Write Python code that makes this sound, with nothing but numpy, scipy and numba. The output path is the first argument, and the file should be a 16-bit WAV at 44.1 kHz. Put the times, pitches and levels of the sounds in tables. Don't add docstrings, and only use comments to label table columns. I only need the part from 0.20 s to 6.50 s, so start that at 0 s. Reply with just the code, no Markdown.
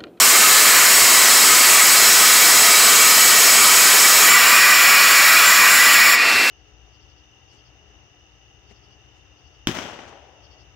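import sys
import numpy as np
from scipy import signal
from scipy.fft import rfft, irfft
from scipy.io import wavfile
from scipy.ndimage import uniform_filter1d
from numba import njit

SR = 44100
rng = np.random.default_rng(int(sys.argv[2]) if len(sys.argv) > 2 else 0)


def digitize_waveform(pressure):
    field = np.atleast_2d(pressure).T
    bounded = np.clip(field, -1, 1)
    quanta = np.round(bounded * 32767).astype(np.int16)
    wavfile.write(sys.argv[1], SR, quanta)


N = 277830
TIME_S, FREQ_HZ = np.arange(N) / SR, np.maximum(np.fft.rfftfreq(N, 1 / SR), 1)

# (frequency [Hz], relative density [dB])
GAP_SPECTRUM = [(60, -55), (150, -60), (300, -9), (850, -3.5), (1100, -2.5), (2300, -11), (2800, -8),
                (3600, -2.5), (4500, -5), (6300, 0.5), (7000, 5), (8200, 3), (8800, -1.5), (15500, -4.5)]
HOSE_SPECTRUM = [(80, -53), (200, -63), (500, -11.5), (870, -7.5), (1100, -7.5), (1700, -2.5), (2400, -4.5),
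                 (3100, -8), (4500, -5), (5400, -2), (6150, -27), (7200, -22), (9000, -18.5), (15500, -7.5)]
MACHINERY_SPECTRUM = [(60, -6), (120, -25), (180, -26), (220, -10), (400, -7.5), (900, -6.5), (1100, -4.5),
                      (2450, 3), (2850, -10.5), (4400, -3), (6300, -13.5), (7800, -12), (8700, -16.5),
                      (15500, -21)]
# (frequency [Hz], width [Hz], relative level [dB])
GAP_RESONANCES = [(1027, 63, -8), (1143, 46, 0), (1266, 31, 3), (1403, 48, -7), (1528, 63, -4.5),
                  (1744, 71, -3), (1938, 35, 1), (2167, 40, -3), (2299, 35, -7.5), (2600, 39, -9),
                  (2720, 96, -5), (3077, 110, -5.5), (3295, 96, -7), (3895, 100, -7.5), (4098, 60, -2.5),
                  (4394, 75, -5.5), (4644, 48, -2.5), (5500, 45, 0), (5957, 38, -1.5), (9520, 250, -11.5),
                  (10560, 460, -12), (11940, 280, -10), (13400, 460, -7.5)]
HOSE_RESONANCES = [(1024, 45, -7.5), (1153, 41, 0), (1292, 47, -4), (1400, 71, -4.5), (1529, 39, -2),
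                   (1669, 50, -2), (1812, 53, -8.5), (1880, 34, -1.5), (1958, 73, 3), (2272, 86, 0.5),
                   (2450, 70, 2), (2698, 51, -3.5), (2820, 26, -3.5), (2977, 47, -6.5), (3150, 36, -15),
                   (3416, 42, -12), (3636, 53, -13), (4080, 62, -14.5), (4383, 31, -8), (5500, 120, -10.5),
                   (6760, 150, -12.5), (7420, 90, -13), (10580, 400, -16), (12130, 560, -15.5),
                   (13600, 410, -34)]
# (frequency [Hz], width [Hz], best opening [0..1], relative level [dB])
POCKET_TONES = [(8170, 320, 0, -24.5), (2134, 53, 0, -26.5), (7070, 100, 0.041, -25.5),
                (5060, 100, 0.18, -26.5), (7940, 200, 0.29, -20.5), (5120, 140, 0.43, -24),
                (2280, 37, 0.44, -25.5), (1906, 45, .48, -27.5), (6695, 100, 0.46, -24),
                (1163, 114, 0.99, -19.5), (5440, 240, 0.92, -25), (6970, 140, 0.91, -20.5),
                (7350, 150, 0.93, -18), (8040, 270, 1, -24.5)]
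# (time [s], length [s], level [dB])
HOSE_GULPS = [(0.553, 0.24, -16), (1.6, 0.18, -21)]
# (frequency [Hz], level re machinery wash [dB])
BLOWER_LINES = [(226, -32.5), (444, -31), (1319, -22.5), (2961, -18)]

GIVE_WAY_AT_S, GIVE_WAY_OVER_S = 4.06, 0.17
SHUT_AT_S, SHUT_OVER_S = 5.962, 0.045


def gap_hiss(wide, shut, slit_db=-11.5, wide_db=-0.5, pinch_db=-16, shut_db=-11, pinch_s=0.44):
    pinch = ramp(SHUT_AT_S - pinch_s / 2, pinch_s)
    flow = undb(slit_db + wide_db * wide + pinch_db * pinch ** 2 + shut_db * shut)
    return flow * airflow(GAP_SPECTRUM, GAP_RESONANCES, ring_db=8.5, flutter_db=1.8)


def hose_roar(opening, shut, wide_db=-5.5, slit_db=-27, shut_db=-26.5):
    draw = undb(wide_db + slit_db * (1 - opening) + shut_db * shut)
    gulps = sum(undb(db) * np.exp(-(2 * (TIME_S - at_s) / length_s) ** 2)
                for at_s, length_s, db in HOSE_GULPS)
    flow = np.hypot(draw, gulps)
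    return flow * airflow(HOSE_SPECTRUM, HOSE_RESONANCES, ring_db=9.5, flutter_db=2.0)


def edge_tones(opening, shut, level_db=-1, flutter_db=2.5, opening_spread=0.25):
    tones = 0
    for hz, width_hz, best_opening, db in POCKET_TONES:
        lock = np.exp(-0.5 * ((opening - best_opening) / opening_spread) ** 2)
        tones += lock * noise(resonance(hz, width_hz)) * undb(db + flutter_db * wander(16))
    return tones * undb(level_db) * (1 - shut)


def seal_whistle(hz=2692, drift_hz=3, level_db=-24.5, waver_db=1, rise_s=0.05):
    tone = sine(hz + drift_hz * wander(20.4))
    return tone * ramp(SHUT_AT_S, rise_s) * undb(level_db + waver_db * wander(9.4))


def hall_echo(air, level_db=-4.5, t60_s=0.95, cutoff_hz=5860):
    tail = rng.standard_normal(N) * undb(-60 * TIME_S / t60_s)
    tail = lowpass(tail / np.linalg.norm(tail), cutoff_hz, order=4)[:SR]
    lead_in = air[SR - 1:0:-1]
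    return undb(level_db) * signal.fftconvolve(np.concatenate([lead_in, air]), tail, "valid")


def machinery(level_db=-20, waver_db=4.5, drift_hz=3.15):
    wash = noise(spectrum_gain(MACHINERY_SPECTRUM))
    for hz, db in BLOWER_LINES:
        wash += sine(hz + drift_hz * wander(5.8)) * undb(db + waver_db * wander(20))
    return wash * undb(level_db)


def pump_rumble(level_db=-58, labour_db=6, waver_db=6):
    envelope = undb(level_db + labour_db * ramp(SHUT_AT_S, SHUT_OVER_S) + waver_db * wander(8.5))
    return envelope * noise(resonance(hz=114, width_hz=38) + 0.05)


def airflow(spectrum, resonances, ring_db, flutter_db):
    broadband = spectrum_gain(spectrum)
    air = noise(broadband)
    for hz, width_hz, db in resonances:
        band = resonance(hz, width_hz)
        share = np.sqrt(np.sum(band ** 2) / np.sum(broadband ** 2))
        air += share * noise(band) * undb(ring_db + db + flutter_db * wander(2.9))
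    return air / np.std(air)


def undb(db):
    return 10 ** (np.asarray(db) / 20)


def ramp(centre_s, over_s):
    return np.clip((TIME_S - centre_s) / over_s + 0.5, 0, 1)


def spectrum_gain(spectrum):
    hz, db = np.transpose(spectrum)
    return undb(np.interp(np.log(FREQ_HZ), np.log(hz), db))


def resonance(hz, width_hz):
    return 1 / (1 + ((FREQ_HZ ** 2 - hz ** 2) / (FREQ_HZ * width_hz * np.pi / 2)) ** 2)


def noise(bin_gain):
    shaped = irfft(rfft(rng.standard_normal(N)) * bin_gain, N)
    return shaped / np.std(shaped)


def wander(rate_hz):
    return noise(1 / (1 + (FREQ_HZ / rate_hz) ** 2))


def sine(hz):
    return np.sqrt(2) * np.sin(2 * np.pi * np.cumsum(hz) / SR)


def lowpass(x, cutoff_hz, order):
    return irfft(rfft(x) / (1 + (FREQ_HZ / cutoff_hz) ** order), N)


def presence(x, db, hz=5600, width_hz=3500):
    return irfft(rfft(x) * undb(db * resonance(hz, width_hz)), N)


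def bass_flicker(x, cutoff_hz=152, mean_db=-7.5, flicker_db=3):
    bass_gain = undb(mean_db + flicker_db * wander(9.1))
    return x + lowpass(x, cutoff_hz, order=10) * (bass_gain - 1)


@njit
def follow_power(power, held, attack_s, release_s):
    envelope = np.empty(len(power))
    for i in range(len(power)):
        lag_s = attack_s if power[i] > held else release_s
        held += (power[i] - held) / (lag_s * SR)
        envelope[i] = held
    return envelope


def auto_gain(x, target_db=-9.5, max_db=2, attack_s=0.029, release_s=0.061):
    power = uniform_filter1d(np.mean(x ** 2, axis=0), size=SR // 100)
    envelope = follow_power(power, np.mean(power[:SR // 10]), attack_s, release_s)
    return np.minimum(undb(target_db) / np.sqrt(envelope), undb(max_db))


def scene(creep_per_s=0.12, flutter_db=0.48):
    wide = ramp(GIVE_WAY_AT_S, GIVE_WAY_OVER_S)
    shut = ramp(SHUT_AT_S, SHUT_OVER_S)
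    creep = creep_per_s * TIME_S
    opening = creep + (1 - creep) * wide
    air = gap_hiss(wide, shut) + hose_roar(opening, shut) + edge_tones(opening, shut)
    air *= undb(flutter_db * wander(23))
    mono = air + hall_echo(air) + machinery() + seal_whistle()
    return np.array([mono, mono])


def record(dry, drive_db=1, ceiling=0.54, lift_db=3, low_cut_hz=130, high_cut_hz=15760):
    gain = auto_gain(dry)
    driven = presence(dry * gain, lift_db) * undb(drive_db) / ceiling
    clipped = ceiling * driven / (1 + driven ** 12) ** (1 / 12)
    evened = presence(clipped, -0.7 * lift_db)
    thinned = signal.sosfilt(signal.butter(8, low_cut_hz, "high", fs=SR, output="sos"), evened)
    mix = bass_flicker(thinned) + gain * pump_rumble()
    high_cut = signal.firwin(601, high_cut_hz, fs=SR)
    return signal.fftconvolve(mix, high_cut[None], "same", axes=1)


dry = scene()
out = record(dry)
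digitize_waveform(out)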